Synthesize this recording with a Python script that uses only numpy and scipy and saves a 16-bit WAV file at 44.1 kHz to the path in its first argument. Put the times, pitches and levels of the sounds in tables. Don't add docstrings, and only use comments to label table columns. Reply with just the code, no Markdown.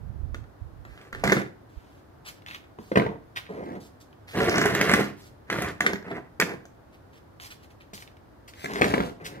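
import sys
import numpy as np
from scipy import signal
from scipy.fft import rfft, irfft
from scipy.io import wavfile
from scipy.ndimage import uniform_filter1d, map_coordinates

SR = 44100
rng = np.random.default_rng(int(sys.argv[2]) if len(sys.argv) > 2 else 0)


def transcribe(signal):
    frames = np.atleast_2d(signal).T
    limited = np.clip(frames, -1, 1)
    pcm = np.round(limited * 32767).astype(np.int16)
    wavfile.write(sys.argv[1], SR, pcm)


N = 414540
T = np.arange(N) / SR


def gain(db):
    return 10 ** (np.asarray(db) / 20)


def unit(x):
    return x / np.sqrt(np.mean(x ** 2) + 1e-20)


def unit_hit(x, span_s=0.029):
    return x / np.sqrt(np.sum(x ** 2) / (span_s * SR) + 1e-20)


def colour(x, tone):
    hz, db = np.transpose(tone)
    f = np.maximum(np.fft.rfftfreq(x.shape[-1], 1 / SR), 1)
    return irfft(rfft(x) * gain(np.interp(np.log(f), np.log(hz), db)), x.shape[-1])


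def add(out, s, x):
    i = int(np.clip(s * SR, 0, N - 1))
    out[..., i:i + x.shape[-1]] += x[..., :N - i]


def wander(rate):
    step = int(SR / rate)
    stairs = np.repeat(rng.standard_normal(N // step + 1), step)
    return unit(uniform_filter1d(uniform_filter1d(stairs, step), step)[:N])


def envelope(attack_s, hold_s, release_s, swell_db=0):
    t = T[:SR]
    held = t - attack_s
    rise = np.minimum(t / attack_s, 1)
    swell = gain(swell_db * np.clip(held / hold_s, 0, 1))
    return rise * swell * np.exp(-np.maximum(held - hold_s, 0) / release_s)


def grains(samples, rate, spread_db):
    hit = rng.random(samples) < rate / SR
    size = gain(spread_db * np.minimum(rng.exponential(size=samples), 4))
    return unit(hit * size * rng.choice([-1, 1], samples))


def ring(modes, detune, uneven_db):
    t = T[:SR // 6].astype(np.float32)
    hz, db, ring_s = np.transpose(modes)[:, :, None]
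    shift, share, side = rng.standard_normal((3, len(modes), 1))
    turn = np.float32(2 * np.pi * hz * (1 + detune * shift))
    fade = np.float32(np.log(1000) / ring_s)
    strength = np.sign(side) * gain(db + uneven_db * share)
    return unit_hit(np.sum(strength * np.sin(turn * t) * np.exp(-fade * t), axis=0))


def burst(tone, snap_s, tail_s, tail_db):
    t = T[:SR // 16]
    shape = np.exp(-t / snap_s) + gain(tail_db) * np.exp(-t / tail_s)
    noise = np.pad(shape * rng.standard_normal(len(t)), (SR // 2000, 0))
    return unit_hit(colour(noise, tone))


def surrounding_noise(samples, alike_hz=450):
    middle, side = rng.standard_normal((2, samples))
    side = colour(side, [(alike_hz / 10, -20), (alike_hz, 0)])
    return np.array([middle + side, middle - side]) / np.sqrt(2)


# t/s, hold/s, level/dB
BREEZE_GUSTS = [(0, .38, -29.5), (0.625, 0.027, -35.5), (0.727, 0.17, -40), (1.13, 0.13, -33)]
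# t/s, level/dB
AIR_BUMPS = [(0.088, -32), (0.161, -39), (0.192, -29), (0.227, -28), (0.27, -31), (0.318, -31),
             (0.408, -37), (0.611, -31.5), (1.767, -34)]
def wind(bump_hz=75, bump_s=0.009, bump_db=7.5, breeze_db=-4):
    gusts = np.zeros(N)
    for s, hold_s, db in BREEZE_GUSTS:
        add(gusts, s, gain(db) * envelope(0.0095, hold_s, release_s=0.052))
    rumble_tone = [(15, -28), (45, 8.5), (130, 0), (190, -11), (400, -26), (2000, -71)]
    rumble = unit(colour(rng.standard_normal((2, N)), rumble_tone))
    out = rumble * gusts * gain(breeze_db) * gain([[-19], [0]])
    t = T[:SR // 10] - 1 / 20
    for s, db in AIR_BUMPS:
        hz = bump_hz * np.exp(0.25 * rng.standard_normal())
        thump = np.exp(-(t / bump_s) ** 2) * np.sin(2 * np.pi * hz * t + rng.uniform(0, 2 * np.pi))
        add(out, s - 0.038, thump * gain(db + bump_db) * gain([[-28], [0]]))
    return out


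# f/Hz, level/dB
HUM_TONE = [(15, -44.5), (25, -15.5), (61, -0.5), (97, 5), (200, -8), (309, -4), (427, -9.5), (677, -11.5),
            (1610, -20), (2550, -32), (4610, -35.5), (7920, -43.5), (14400, -41), (16000, -48.5)]
def outdoor_hum(level_db=-52, drift_db=-0.05):
    air = unit(colour(surrounding_noise(N, alike_hz=390), HUM_TONE))
    return air * gain(level_db + drift_db * wander(1.19))


# f/Hz, level/dB, ring time/s
SEAT_MODES = [(136.4, -7.5, 0.29), (170.5, -5.5, 0.14), (198.7, 2, 0.12), (238.2, 1, 0.091),
              (290.9, 1.5, 0.18), (341.6, 3.5, 0.062), (377.5, 2.5, 0.11), (408.3, -1, 0.17),
              (453, 8, 0.041), (499, -2, 0.11), (575, 3.5, 0.045), (613, -5.5, 0.058), (677, 8, 0.038),
              (752, -3, 0.036), (854, -2.5, 0.04), (973, 8.5, 0.014)]
# f/Hz, level/dB, ring time/s
LEG_MODES = [(1078, -10, 0.025), (1186, -2.5, 0.033), (1396, -2.5, 0.044), (1557, -1, 0.047),
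             (1644, 2, 0.016), (1742, -1, 0.042), (1940, 4, 0.02), (2043, 0, 0.025), (2197, 4, 0.011),
             (2468, -9, 0.044), (2738, -10.5, 0.028)]
# f/Hz, level/dB
CRACK_TONE = [(400, -10), (1100, -6.5), (2500, -1), (3400, 7.5), (4500, -2.5), (6000, -19), (10000, -45)]
# f/Hz, level/dB
TICK_TONE = [(2000, -5), (4000, 2), (5300, 1.5), (7000, 2), (8500, -8), (13000, -8.5), (16000, -15.5)]
# t/s, force/dB, hardness/dB, favoured leg pitch/Hz, tick compared with force/dB
CHAIR_KNOCKS = [(0.343, -44, 1.5, 1300, -11.5), (0.849, -52.5, -1, 1310, -15.5),
                (1.126, -44, 7.5, 1430, -13), (1.147, -43, 3.5, 1650, -28), (1.237, -25.5, -9, 1300, -14.5),
                (1.274, -30.5, 4, 1880, -11.5), (1.296, -30, 7, 1800, -16), (1.319, -21.5, -2.5, 1770, -14),
                (1.324, -27.5, 5, 1440, -14), (1.365, -27.5, -8.5, 1430, -26),
                (2.787, -47.5, -19, 1320, -32), (2.916, -32.5, -17, 1870, -34),
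                (2.956, -23.5, -2.5, 2640, -34), (2.972, -20, -14.5, 2620, -27.5),
                (2.996, -28.5, -7, 1990, -38), (3.018, -33, -9.5, 1470, -38),
                (3.063, -35.5, -15.5, 2080, -36), (4.351, -39, -10, 1790, -21),
                (4.402, -32, 1.5, 1840, -21), (4.484, -26, -9.5, 1520, -30),
                (4.581, -26.5, -2.5, 1540, -13), (4.614, -27, -0.5, 1530, -14),
                (4.655, -24, -7.5, 1570, -14), (4.748, -31, 6, 1890, -5.5), (4.811, -24.5, 1, 2170, -9.5),
                (4.893, -25, 1.5, 2050, -13.5), (4.913, -26, -4, 2050, -13), (4.935, -19, -1.5, 2060, -12),
                (5.004, -30.5, -11.5, 1910, -16), (5.499, -38.5, 16.5, 2050, -9),
                (5.525, -32, -1, 1800, -15.5), (5.585, -33.5, -9.5, 2030, -30),
                (5.619, -34.5, -1.5, 1410, -8), (5.804, -29, 11, 2000, -10.5),
                (5.862, -24, 8.5, 1910, -13.5), (5.931, -31, -6.5, 1620, -15),
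                (6.111, -37.5, -10, 1430, -26), (6.398, -25.5, 3, 2050, -6), (6.411, -29.5, 6.5, 1850, -10),
                (6.42, -26, -1.5, 2120, -25), (6.652, -54.5, -6, 1470, -7), (7.932, -49, -10, 1230, -7),
                (8.642, -36.5, -4.5, 2400, -12), (8.656, -36, 0, 2030, -14), (8.733, -39.5, -6, 2160, -8.5),
                (8.756, -34.5, -1.5, 1990, -22), (8.812, -26, -11.5, 2170, -16),
                (8.817, -20.5, 1.5, 2300, -32), (8.841, -32.5, 11, 1900, -15),
                (8.938, -23.5, -8.5, 2210, -26), (8.978, -28, -13.5, 1550, -40),
                (9.002, -28, -8.5, 1500, -32)]
def knocks(give_s=0.002, favour_db=7.5, favour_width_hz=170):
    out = np.zeros(N)
    for s, force_db, hard_db, leg_hz, tick_db in CHAIR_KNOCKS:
        legs = [(hz, db + favour_db * np.exp(-((hz - leg_hz) / favour_width_hz) ** 2), ring_s)
                for hz, db, ring_s in LEG_MODES]
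        boom = gain(force_db - hard_db / 2 - 3) * ring(SEAT_MODES, detune=0.031, uneven_db=5)
        clack = gain(force_db + hard_db / 2 - 0.02) * ring(legs, detune=0.039, uneven_db=-0.5)
        crack = burst(CRACK_TONE, snap_s=0.0024, tail_s=0.012, tail_db=-4)
        tick = burst(TICK_TONE, snap_s=0.000421, tail_s=0.0045, tail_db=-10.5)
        add(out, s, boom)
        add(out, s + give_s, clack)
        add(out, s + give_s, gain(force_db + 0.4 * hard_db - 15) * crack)
        add(out, s + give_s, gain(force_db + tick_db + 0.5) * tick)
    return out


# f/Hz, level/dB
RASP_TONE = [(500, -17.5), (1400, -6), (1900, -2), (2700, -5.5), (3400, -8.5), (4800, -17), (8000, -30)]
# f/Hz, level/dB
HISS_TONE = [(2500, -2), (4500, 4.5), (7000, -1.5), (10000, -5), (14000, -6), (16000, -17)]
# t/s, rise/s, hold/s, level/dB, hiss compared with rasp/dB
RUBS = [(0.837, 0.065, 0.18, -64.5, -2), (1.686, 0.011, 0.3, -66.5, -4.5), (2.245, 0.036, 0.0098, -39, -3),
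        (2.46, 0.015, 0.088, -44, -15), (2.782, .03, 0.13, -64.5, 4), (3.355, 0.0049, 0.019, -30, -27),
        (3.798, 0.0076, 0.065, -64.5, 8), (3.999, 0.0075, 0.012, -63, 8.5), (4.271, 0.014, .07, -47, -5.5),
        (5.157, 0.03, 0.094, -59.5, 2.5), (6.921, .008, 0.023, -59, -9), (7.12, 0.021, .04, -59, -6.5),
        (7.395, 0.023, 0.052, -48, 2), (7.501, .008, 0.011, -43, -3.5), (7.619, 0.017, .01, -55.5, -3),
        (7.697, .008, 0.013, -60.5, -4), (7.8, .006, 0.017, -53.5, -15), (7.933, .004, 0.015, -49, 6.5),
        (7.959, 0.0072, 0.059, -56.5, 5.5), (8.475, 0.0049, 0.013, -47, -2), (8.535, .1, 0.024, -45.5, -3),
        (9.24, 0.023, 0.0061, -37.5, -1)]
def scuffs(gain_db=-2, release_s=0.011):
    out = np.zeros(N)
    for s, attack_s, hold_s, db, hiss_db in RUBS:
        pressure = gain(db + gain_db) * envelope(attack_s, hold_s, release_s)[:SR // 2]
        rasp = unit(colour(grains(len(pressure), rate=1500, spread_db=3.5), RASP_TONE))
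        hiss = unit(colour(grains(len(pressure), rate=6000, spread_db=3), HISS_TONE))
        add(out, s, pressure * (rasp + gain(hiss_db) * hiss))
    return out


# f/Hz, level/dB, ring time/s
FRAME_MODES = [(72.7, -16.5, 0.24), (98.4, -7, 0.064), (113, -6.5, 0.13), (131.9, -2.5, 0.23)]
# f/Hz, level/dB
SAND_TONE = [(1200, -17), (2700, 7), (3800, 4), (4800, 1.5), (5500, -0.5), (7000, -4.5), (8500, -7),
             (13000, -10), (16000, -22.5)]
def judder(force, hard_db, sand_db, feet=8):
    samples = len(force)
    out = np.zeros(samples)
    parts = [(FRAME_MODES, -16 + 0.34 * hard_db),
             (SEAT_MODES, -3 - hard_db / 2),
             (LEG_MODES, -4 + hard_db / 2)]
    for _ in range(feet):
        slips = force * grains(samples, rate=130, spread_db=2) / np.sqrt(feet)
        for modes, db in parts:
            ringing = ring(modes, detune=0.035, uneven_db=4)
            ringing = np.float32(ringing / np.linalg.norm(ringing))
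            out += signal.fftconvolve(np.float32(slips * gain(db)), ringing)[:samples]
    sand = unit(colour(grains(samples, rate=2600, spread_db=5.5), SAND_TONE))
    return out + gain(sand_db - 4) * force * sand


SLIDE_ATTACK_S, SLIDE_RELEASE_S = 0.0044, 0.013
# t/s, length/s, force/dB, swell/dB, hardness/dB, sand compared with force/dB
SHOVES = [(0.853, 0.22, -57, 3.5, 1.5, -22), (1.124, 0.1, -44.5, -4.5, 1, -9),
          (1.236, 0.16, -26.5, -4.5, -2, -11.5), (2.957, 0.18, -29.5, -18, -15, -23),
          (3.486, 0.28, -43, 1.5, -14.5, -18.5), (5.467, 0.028, -56.5, 17, -0.5, -17.5),
          (5.499, .19, -31, 0.5, -1, -10.5), (5.806, 0.092, -32.5, 0.5, -4, -17),
          (6.04, 0.13, -42, 7, -4, -19.5), (6.425, 0.11, -39, 1.5, -6.5, -15),
          (8.679, 0.11, -38, 7, -4, -8.5), (8.819, 0.27, -29, -12, -12, -6.5),
          (9.197, 0.24, -43.5, -4, -7.5, -18.5)]
def slides():
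    out = np.zeros(N)
    for s, length_s, force_db, swell_db, hard_db, sand_db in SHOVES:
        shape = envelope(SLIDE_ATTACK_S, length_s, SLIDE_RELEASE_S, swell_db)[:SR // 2]
        add(out, s, judder(gain(force_db) * shape, hard_db, sand_db))
    return out


# t/s, level/dB
SNAPS = [(0.976, -41), (1.013, -43), (2.42, -49), (2.462, -34), (2.484, -34), (2.51, -33), (2.546, -29),
         (4.128, -50), (7.399, -35), (7.977, -37), (8.022, -37), (8.076, -42), (8.168, -48), (8.536, -39.5)]
def clicks(gain_db=-14):
    out = np.zeros(N)
    for s, db in SNAPS:
        add(out, s, gain(db + gain_db) * burst(RASP_TONE, snap_s=0.0026, tail_s=0.006, tail_db=-13))
    return out


# t/s, force/dB, hardness/dB
LONG_PULL = [(4.33, -39.5, -14.5), (4.374, -21, -12), (4.668, -19.5, -1.5), (4.73, -24.5, -9),
             (4.82, -20.5, -2.5), (4.84, -19.5, -5.5), (4.934, -20.5, -0.5), (4.988, -21, -6.5),
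             (5.006, -20.5, -6.5), (5.09, -38.5, -5)]
def drag(gain_db=-4, extra_hard_db=5):
    s, force_db, hard_db = np.transpose(LONG_PULL)
    shape = envelope(SLIDE_ATTACK_S, s[-1] - s[0], SLIDE_RELEASE_S)
    t = s[0] + T[:len(shape)]
    force = shape * gain(np.interp(t, s, force_db) + gain_db)
    hardness_db = np.interp(t, s, hard_db) + extra_hard_db
    out = np.zeros(N)
    add(out, s[0], judder(force, hardness_db, sand_db=-11))
    return out


# f/Hz, level/dB, ring time/s
FOOT_MODES = [(5260, 0, .008), (5580, 7, .007), (6550, 0, .006)]
# t/s, level/dB
FOOT_CATCHES = [(4.496, -34.5), (4.558, -37.5), (4.581, -37), (4.614, -38)]
def squeaks(gain_db=-2):
    out = np.zeros(N)
    for s, db in FOOT_CATCHES:
        add(out, s, gain(db + gain_db) * ring(FOOT_MODES, detune=0.033, uneven_db=4.5))
    return out


# f/Hz, ring time/s, level/dB
REVERB_BANDS = [(101, 0.41, 0), (312, 0.43, -6.5), (750, 0.34, -5), (1965, 0.37, -11), (4960, 0.29, -4.5),
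                (13600, 0.23, -0.5)]
def reverb(x, build_s=0.00055):
    t = T[:SR * 3 // 4]
    hz, ring_times, levels = np.transpose(REVERB_BANDS)
    log_f = np.log(np.maximum(np.fft.rfftfreq(len(t), 1 / SR), 1))
    spectrum = rfft(surrounding_noise(len(t)))
    tail = 0
    for band, ring_s, db in zip(np.eye(len(hz)), ring_times, levels):
        noise = irfft(spectrum * np.interp(log_f, np.log(hz), band), len(t))
        shape = np.exp(-np.log(1000) * t / ring_s) * (1 - np.exp(-t / build_s))
        tail = tail + gain(db) * noise * shape / np.linalg.norm(shape)
    return signal.fftconvolve(x[None], tail, axes=1)[:, :N]


def moving_reverb(x, changes_per_s=4.5, patterns=3):
    progress = (changes_per_s * T - np.arange(patterns)[:, None]) % patterns
    shares = np.sin(np.pi / 2 * np.minimum(progress, 2))
    return sum(reverb(x * share) for share in shares)


# delay/s, level/dB
BOUNCES = [(.0052, -14.5), (0.0116, -11), (.094, -15.5), (.118, -30)]
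def echoes(x, drift_s=0.001056):
    dull = colour(x, [(700, -4.5), (2000, -3.5), (8000, -8)])
    return sum(gain(db) * np.interp(T - delay_s - drift_s * wander(2), T, dull)
               for delay_s, db in BOUNCES)


# t/s, delay on the right/ms, left minus right/dB
POSITIONS = [(0, 0.22, 2), (1.3, 0.2, 0), (2.4, 0.32, 3), (3.6, 0.36, 1), (4.35, 0.13, 0.5), (5, .11, 1),
             (6.4, 0.15, 1), (7.5, 0.26, 1), (8.5, 0.38, 3.5), (9.4, 0.4, 3)]
# f/Hz, left minus right/dB
MIC_BALANCE = [(200, -3), (600, 0), (1200, -0.5), (2300, -4), (4500, -1.5), (8000, -1.5), (14000, 2)]
def patio(x, leg_spread_ms=0.048):
    s, lags_ms, pans_db = np.transpose(POSITIONS)
    near = x + echoes(x)
    lag_s = (np.interp(T, s, lags_ms) + leg_spread_ms * wander(25)) / 1000
    late = map_coordinates(near, [(T - lag_s) * SR], order=3)
    pan = gain(np.interp(T, s, pans_db) / 2)
    left, right = np.array([near * pan, late / pan]) + moving_reverb(x)
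    return np.array([colour(left, [(hz, db / 2) for hz, db in MIC_BALANCE]),
                     colour(right, [(hz, -db / 2) for hz, db in MIC_BALANCE])])


def scene(bass_cut_hz=62):
    bass_cut = signal.butter(3, bass_cut_hz, "highpass", fs=SR, output="sos")
    chairs = signal.sosfilt(bass_cut, knocks() + slides() + drag())
    return patio(chairs + squeaks() + scuffs() + clicks()) + wind() + outdoor_hum()


def record(dry, top_hz=15600):
    treble_cut = signal.ellip(8, 0.2, 70, top_hz, fs=SR, output="sos")
    return signal.sosfilt(treble_cut, np.clip(dry, -1, 1))


dry = scene()
out = record(dry)
transcribe(out)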